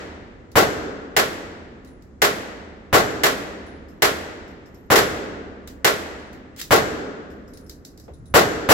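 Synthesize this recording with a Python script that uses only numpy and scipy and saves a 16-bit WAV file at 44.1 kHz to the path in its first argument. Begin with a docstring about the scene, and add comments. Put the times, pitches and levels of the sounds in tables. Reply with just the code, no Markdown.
"""Two pistols fire in other lanes of an indoor range, one heavy and booming, one light and sharp.
Each pressure blast cracks round the booth walls, roars between them, sets them ringing and dies away
down the concrete hall. Between shots, spent brass cases tinkle on the floor and the steel parts of a
pistol click and scrape as it is loaded close by. There is one dull knock and a brief low swell,
and the ventilation rumbles under it all."""
import sys
import numpy as np
from scipy import signal
from scipy.fft import rfft, irfft, next_fast_len
from scipy.io import wavfile
from scipy.ndimage import uniform_filter1d

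SR = 44100
rng = np.random.default_rng(int(sys.argv[2]) if len(sys.argv) > 2 else 0)


def digitize_waveform(pressure):
    """Quantize a signal to 16-bit integers and store it at the path in sys.argv[1].

    Rows of a 2-D input are taken as channels; values are limited to [-1, 1].
    """
    field = np.atleast_2d(pressure).T
    bounded = np.clip(field, -1, 1)
    quanta = np.round(bounded * 32767).astype(np.int16)
    wavfile.write(sys.argv[1], SR, quanta)


N = 384993
TIME = np.arange(N) / SR

# The heavy pistol's shots. Each row: start in seconds, relative level in dB.
HEAVY_SHOT_CUES = [(.5555, -1.5), (2.928, -1.5), (4.902, -2.5), (6.7075, -1.5), (8.340, 0), (8.689, -0.5)]
# Its strongest blast paths. Each row: delay in seconds, left gain, right gain.
HEAVY_BLAST_PATHS = [(.0003, 0.54, .8), (.0011, 1.1, 0.29), (.0052, 1.2, 1.0)]
# The tone of its crack, booth roar and hall tail. Each row: frequency in Hz, relative level in dB.
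HEAVY_CRACK_EQ = [(20, -37.5), (70, -3.5), (150, -2.5), (300, -18.5), (570, -7), (800, -12.5),
                  (1000, -12.5), (1250, -10.5), (1620, -14), (2300, -10), (4000, -27.5), (8000, -27),
                  (16000, -28)]
HEAVY_ROAR_EQ = [(29, -51.5), (50, -18), (213, -14.5), (428, -2.5), (729, -8), (950, -14), (1120, -11),
                 (1270, -16.5), (1400, -12), (3180, -20), (7570, -26.5), (8970, -28), (12600, -28),
                 (16000, -31.5)]
HEAVY_TAIL_EQ = [(29, -38), (50, -11.5), (91, -12.5), (125, -14), (298, -1), (337, -7.5), (398, 0.5),
                 (520, -4.5), (927, -17), (1470, -13.5), (3410, -26), (7390, -33), (8750, -40.5),
                 (12900, -44), (16000, -58.5)]


def heavy_pistol():
    """The booming pistol: a longer pressure push and a thick, slower roar."""
    def echoes():
        return [crack(HEAVY_CRACK_EQ, db=-13, rise_s=.0017, t60=.11),
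                roar(HEAVY_ROAR_EQ, db=-9, rise_s=.016, hold_s=.046, treble_haste=.15,
                     slap_s=.019, slap_db=2, clump_db=-1.3),
                hall_tail(HEAVY_TAIL_EQ, db=-28, build_s=.099)]
    direct = [blast(HEAVY_BLAST_PATHS, push_s=.00054), booth_ring(lane=0)]
    return fire(HEAVY_SHOT_CUES, echoes, direct, variation=.38, pan_left_db=.3)


# The light pistol's shots; the first is already dying away as the scene opens.
# Each row: start in seconds, relative level in dB.
LIGHT_SHOT_CUES = [(-.28, 0.21), (1.1648, -.5), (2.218, 0), (3.2346, -.5), (4.0208, 0), (4.957, 0),
                   (5.8453, 0), (8.714, 0)]
# Its strongest blast paths. Each row: delay in seconds, left gain, right gain.
LIGHT_BLAST_PATHS = [(.0003, 0.43, .5), (.0041, 0.17, 0.39)]
# The tone of its crack, booth roar and hall tail. Each row: frequency in Hz, relative level in dB.
LIGHT_CRACK_EQ = [(50, -13), (300, -18.5), (520, 0), (680, -0.5), (900, -6), (1600, -12), (1950, -2),
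                  (2300, -8), (3400, -10.5), (5000, -15.5), (12000, -20), (16000, -19)]
LIGHT_ROAR_EQ = [(25, -45.5), (60, -26), (230, -19.5), (420, -7), (700, -13), (790, -18.5), (980, -18.5),
                 (1100, -15), (1750, -14), (2300, -15.5), (7400, -25), (9000, -27), (12300, -26),
                 (16000, -31.5)]
LIGHT_TAIL_EQ = [(29, -41.5), (50, -20.5), (79, 4), (125, -24.5), (193, -0.5), (258, -5.5), (306, 0.5),
                 (428, -2), (559, -3.5), (1050, -13), (1960, -10.5), (3330, -19), (7390, -28.5),
                 (13500, -39), (16000, -47.5)]


def light_pistol():
    """The sharp pistol: a very short push, a bright crack and a leaner roar."""
    def echoes():
        return [crack(LIGHT_CRACK_EQ, db=-11, rise_s=.00059, t60=.083),
                roar(LIGHT_ROAR_EQ, db=-16, rise_s=.0051, hold_s=.045, treble_haste=.28,
                     slap_s=.033, slap_db=3.5, clump_db=.5),
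                hall_tail(LIGHT_TAIL_EQ, db=-35, build_s=.08)]
    direct = [blast(LIGHT_BLAST_PATHS, push_s=.00014), booth_ring(lane=1)]
    return fire(LIGHT_SHOT_CUES, echoes, direct, variation=.36, pan_left_db=-.5)


def fire(shots, echoes, direct, variation, pan_left_db):
    """Shots from one lane share their echoes; muzzle gas and a shifting stance alter a part each time."""
    out, lane_echoes = np.zeros((2, N)), echoes()
    for start, db in shots:
        for shared, fresh in zip(lane_echoes, echoes()):
            add(out, start, amp(db) * (np.sqrt(1 - variation ** 2) * shared + variation * fresh))
        for layer in direct:
            add(out, start, amp(db) * layer)
    return out * amp([[pan_left_db / 2], [-pan_left_db / 2]])


def blast(paths, push_s):
    """The punch: a pressure jump and the suction after it, once for each strong path."""
    out, age = np.zeros((2, 2048)), TIME[:1024] / push_s
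    wave = signal.lfilter(*signal.butter(2, 3500, fs=SR), (1 - age) * np.exp(-age))
    for delay, left, right in paths:
        add(out, delay, np.outer([left, right], wave))
    return out


def crack(colour, db, rise_s, t60):
    """The attack: the blast diffracts round the booth walls."""
    def envelope(t, hz):
        return (1 - np.exp(-t / rise_s)) * amp(-60 * t / t60)
    return amp(db) * echo_swarm(colour, envelope, size=4096)


# Decay between the booths. Each row: frequency in Hz, seconds to fall 60 dB.
BOOTH_DECAY = [(100, 0.6), (400, 0.2), (1500, 0.28), (4000, 0.25), (8000, 0.22), (15000, 0.18)]


def roar(colour, db, rise_s, hold_s, treble_haste, slap_s, slap_db, clump_db):
    """The body: echoes between the booths build, hold, then fall; the treble comes and goes sooner."""
    t = TIME[:16384]
    clumps = uniform_filter1d(rng.standard_normal(len(t)), size=100)  # reflections arrive in bunches
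    slap = np.exp(-((t - slap_s) / .0065) ** 2)  # the back wall returns the blast
    bunching = amp(clump_db * clumps / clumps.std() + slap_db * slap)

    def envelope(t, hz):
        pace = (hz / 1000) ** treble_haste
        attack = 1 - np.exp(-(t * pace / rise_s) ** 2)
        fall = amp(-60 * (t - hold_s / pace) / read(BOOTH_DECAY, hz))
        return bunching * attack * fall / np.sqrt(1 + fall ** 2)
    return amp(db) * echo_swarm(colour, envelope, size=len(t))


# Booth resonances. Each row: pitch in Hz, peak time in seconds, then level in dB relative to the shot
# for the heavy pistol's lane and for the light pistol's lane.
BOOTH_RESONANCES = [(148.4, 0.014, -20, -30.5), (405, 0.025, -23, -18), (460, 0.035, -27.5, -27.5),
                    (581.5, 0.023, -24, -23.5), (750, .03, -31, -40.5), (810, .02, -34, -26),
                    (1080, .028, -20, -26), (1150, 0.026, -27.5, -38), (1375, 0.033, -26, -29.5),
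                    (1483, 0.036, -30, -27.5), (1722, 0.017, -30.5, -23.5), (1936, 0.036, -26, -33.5),
                    (2560, .02, -42, -36.5)]


def booth_ring(lane):
    """Booth resonances swell and fade; the higher ones reach left and right out of step."""
    out, t = np.zeros((2, 16384)), TIME[:16384]
    for hz, peak_s, *lane_db in BOOTH_RESONANCES:
        swell = (t / peak_s * np.exp(1 - t / peak_s)) ** 2
        phase_split = np.arctan(amp(read(STEREO_WIDTH, hz))) * np.array([[1], [-1]]) * rng.choice([-1, 1])
        out += amp(lane_db[lane]) * swell * np.sin(2 * np.pi * (hz * t + rng.random()) + phase_split)
    return out


# Reverb time of the hall. Each row: frequency in Hz, seconds to fall 60 dB.
HALL_DECAY = [(60, 2.8), (250, 2.82), (500, 1.81), (1000, 1.63), (2000, 1.5), (4000, 1.22), (7000, 0.87),
              (11000, 0.52), (15000, .5)]


def hall_tail(colour, db, build_s, anchor_s=.22):
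    """The long hall fills slowly and darkens as it fades; colour and level are set at anchor_s."""
    def envelope(t, hz):
        return (1 - np.exp(-(t / build_s) ** 2)) * amp(-60 * (t - anchor_s) / read(HALL_DECAY, hz))
    return amp(db) * echo_swarm(colour, envelope, size=73728)


# Loading clicks. Each row: start in seconds, level in dB, weight from 0 (light catch) to 1 (full slide).
LOADING_CLICKS = [(.518, -56, .4), (1.849, -58.5, .8), (2.024, -62, .5), (5.676, -42.5, .95),
                  (6.331, -56, .7), (6.564, -52, .8), (6.615, -32, .8), (7.537, -56, .1),
                  (7.574, -52.5, .3), (7.697, -43.5, .2), (7.8515, -45, .15), (7.977, -53.5, .15),
                  (8.0, -54, .2)]


def pistol_loading():
    """A pistol is loaded close by: short clicks and one pull on the slide, swelling up to its stop."""
    out = np.zeros((2, N))
    for start, db, weight in LOADING_CLICKS:
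        add(out, *steel_click(start, db, weight, swell_s=.0013))
    add(out, *steel_click(snap_s=6.604, db=-38.5, weight=1, swell_s=.014))  # the slide
    return out


# The tone of the light catch and of the heavy slide. Each row: frequency in Hz, relative level in dB.
CATCH_EQ = [(1000, -32.5), (2200, -14.5), (3200, -41), (3900, -1), (5100, 0.5), (7600, -6.5), (9500, -7.5),
            (12000, -4), (15500, -18.5)]
SLIDE_EQ = [(600, -16.5), (1300, -7), (1900, -0.5), (3000, -0.5), (4000, 0.5), (5500, -5.5), (7200, -1.5),
            (9500, -4.5), (12000, -7), (15500, -4)]
# The pistol rings with every click. Each row: pitch in Hz, level in dB relative to the click.
PISTOL_MODES = [(3760, -16), (4530, -17), (5150, -15), (6000, -15), (7250, -18)]


def steel_click(snap_s, db, weight, swell_s, lead_s=.04, snap_t60=.01, echo_t60=.25, ring_t60=.18):
    """Steel scrapes, snaps home and pings in the booth, lower when heavier. 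Gives start and sound."""
    t = TIME[:16384] - lead_s
    before, after = np.minimum(t, 0), np.maximum(t, 0)
    steel = np.sqrt(1 - weight) * noise(CATCH_EQ, len(t)) + np.sqrt(weight) * noise(SLIDE_EQ, len(t))
    scrape = np.exp(before / swell_s)
    snap, echo = amp(3 - 60 * after / snap_t60), amp(-4 - 60 * after / echo_t60)
    modes = sum(amp(mode_db) * ping(hz, width_hz=230, size=len(t)) for hz, mode_db in PISTOL_MODES)
    ring = (t > 0) * amp(-60 * after / ring_t60) * modes
    return snap_s - lead_s, amp(db) * (scrape * (snap + echo) * steel + ring)


# Cases hit the floor. Each row: start in seconds, relative ring level in dB, ring pitch in Hz.
CASE_DROPS = [(1.8734, -59, 9930), (3.6661, -56, 9800), (3.8851, -60, 11700), (4.4782, -65, 11800),
              (4.6578, -61, 11900), (4.7441, -53, 11900), (6.1884, -62, 9820), (7.3023, -61, 11800),
              (7.4774, -61, 11800), (7.5388, -47, 9710), (7.6635, -58, 11800), (8.0391, -62, 11800),
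              (8.1364, -60, 9780), (8.2566, -53, 9790)]
# A case's two modes. Each row: high ring pitch in Hz, matching low pitch in Hz.
CASE_MODE_PAIRS = [(9800, 3880), (11850, 5300)]
# Level of the ring by pitch: the 9.8 kHz ring is lifted and the 11.85 kHz ring is softened.
# Each row: ring pitch in Hz, level trim in dB.
CASE_RING_TRIM = [(9800, 1), (11850, -5)]


def spent_cases(contact_db=-65, ring_t60=.41, low_t60=.18, clink_t60=.23):
    """A tumbling brass tube rings in a fluttering high mode and a rough low one, over a short clink."""
    out, t = np.zeros((2, N)), TIME[:16384]
    clink_eq = [(2000, -46), (3800, -11), (5300, 1), (7000, -2), (15000, -15.5)]
    for start, db, hz in CASE_DROPS:
        high = ping(hz, width_hz=140, size=len(t)) * amp(-60 * t / ring_t60)
        low = ping(read(CASE_MODE_PAIRS, hz), width_hz=700, size=len(t)) * amp(-60 * t / low_t60)
        clink = noise(clink_eq, len(t)) * amp(-60 * t / clink_t60)
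        add(out, start, amp(db + read(CASE_RING_TRIM, hz)) * high / 2)
        # Every case falls from about the same height, so the contact is always as loud.
        add(out, start, amp(contact_db) * (low + clink))
    return out


def knock(start_s=8.079, db=-39.5, rise_s=.001, t60=.21):
    """One dull knock somewhere in the booths."""
    out, t = np.zeros((2, N)), TIME[:16384]
    colour = [(100, -8.5), (450, 15.5), (900, 1), (1300, -9.5), (2500, -15), (7000, -35), (15000, -49)]
    envelope = (1 - np.exp(-t / rise_s)) * amp(db - 60 * t / t60)
    add(out, start_s, envelope * noise(colour, len(t)))
    return out


def low_swell(peak_s=8.24, span_s=.18, db=-44):
    """A low rumble swells briefly before the last shots."""
    colour = [(40, -30), (75, 2), (130, -1), (200, -14), (400, -38), (2000, -80)]
    swell = np.exp(-((TIME - peak_s) / span_s) ** 2)
    return amp(db) * swell * noise(colour, next_fast_len(N))[:, :N]


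# The tone of the air in the ducts. Each row: frequency in Hz, relative level in dB.
DUCT_EQ = [(12, -22), (25, -6.5), (60, -2.5), (100, -6), (150, -8), (290, -10), (400, -13), (550, -21),
           (900, -32), (1400, -33.5), (2000, -37.5), (3000, -47.5), (7000, -48.5), (16000, -74.5)]
# Fan hum. Each row: pitch in Hz, level in dB around which it wavers.
FAN_TONES = [(71, -52.3), (262, -57.5)]


def ventilation(duct_db=-48):
    """The bed: steady duct rumble with two unsteady fan tones."""
    out = amp(duct_db) * noise(DUCT_EQ, next_fast_len(N))[:, :N]
    knots = np.linspace(0, TIME[-1], num=70)
    for hz, db in FAN_TONES:
        phase_drift = np.interp(TIME, knots, np.cumsum(rng.standard_normal(len(knots))))
        waver = np.interp(TIME, knots, rng.standard_normal(len(knots)))
        out += amp(db) * (1 + waver) * np.sin(2 * np.pi * hz * TIME + phase_drift)
    return out


# Width at two microphone ports a hand apart. 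Each row: frequency in Hz, side minus mid level in dB.
STEREO_WIDTH = [(60, -11), (200, -12), (380, -7.5), (700, -3), (1290, 2.5), (2000, -.5), (4400, .5),
                (15000, 0)]


def noise(colour, size):
    """Diffuse stereo sound with a mid rms of 1: narrow in the bass, wide in the treble."""
    hz = np.fft.rfftfreq(size, 1 / SR)
    mid, side = np.exp(2j * np.pi * rng.random((2, len(hz)))) * amp(read(colour, hz))
    mid, side = irfft(mid, size), irfft(side * amp(read(STEREO_WIDTH, hz)), size)
    return np.array([mid + side, mid - side]) / mid.std()


def echo_swarm(colour, envelope, size, bands=18):
    """Dense echoes; each band follows envelope(t, hz) and carries its due share of energy."""
    hz, t = np.fft.rfftfreq(size, 1 / SR), TIME[:size]
    spectrum, out = rfft(noise(colour, size)), np.zeros((2, size))
    centres = np.geomspace(80, 15000, bands)
    for centre, share in zip(centres, np.eye(bands)):
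        band = irfft(spectrum * np.interp(hz, centres, share), size)
        shape = envelope(t, centre)
        shaped, due_power = band * shape, np.mean(band ** 2) * np.mean(shape ** 2)
        out += shaped * np.sqrt(due_power / (np.mean(shaped ** 2) + 1e-30))
    return out


def ping(hz, width_hz, size):
    """A rough metal ring: a tight cluster of partials round one pitch."""
    peak = [(max(hz - 8 * width_hz, 1), -70), (hz - width_hz, -20), (hz, 0),
            (hz + width_hz, -20), (hz + 8 * width_hz, -70)]
    return noise(peak, size)


def amp(db):
    """Decibels to gain."""
    return 10 ** (np.asarray(db) / 20)


def read(curve, hz):
    """Reads a curve on a log-frequency axis."""
    frequencies, values = np.transpose(curve)
    return np.interp(np.log(hz + 1), np.log(frequencies + 1), values)


def add(mix, start_s, sound):
    """Lays a stereo sound into the mix, trimming any overhang."""
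    start = round(start_s * SR)
    sound = sound[:, max(-start, 0):]
    part = mix[:, max(start, 0):][:, :sound.shape[1]]
    part += sound[:, :part.shape[1]]


def scene():
    """Both pistols over the small metal sounds, the knock and the low background."""
    shots = heavy_pistol() + light_pistol()
    return shots + spent_cases() + pistol_loading() + knock() + low_swell() + ventilation()


# Microphone colour. Each row: frequency in Hz, gain in dB.
MIC_EQ = [(20, -6), (40, 1.5), (58, -0.5), (1400, 1.5), (1950, 1.5), (2350, -2), (3400, 0), (7000, 1),
          (7700, 3), (8600, -6.5), (9800, -3), (11500, 0.5), (15500, 0)]
# Balance of its two ports. Each row: frequency in Hz, left minus right level in dB.
MIC_BALANCE = [(60, -3.5), (110, 2.5), (200, -0.5), (380, -1.0), (700, -1.0), (1290, 1), (2380, 3.5),
               (4400, -1), (8120, 1), (15000, -4.5)]


def record(dry, cutoff_hz=15900):
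    """Microphone colour, soft overload on the peaks, then a steep low-pass."""
    size = next_fast_len(N + 4096)
    hz = np.fft.rfftfreq(size, 1 / SR)
    port_gains = amp(read(MIC_EQ, hz) + np.outer([.5, -.5], read(MIC_BALANCE, hz)))
    coloured = irfft(rfft(dry, size) * port_gains, size)[:, :N]
    low_pass = signal.firwin(511, cutoff_hz, window=("kaiser", 9), fs=SR)
    return signal.oaconvolve(np.tanh(coloured), low_pass[None], "same")


dry = scene()
out = record(dry)
digitize_waveform(out)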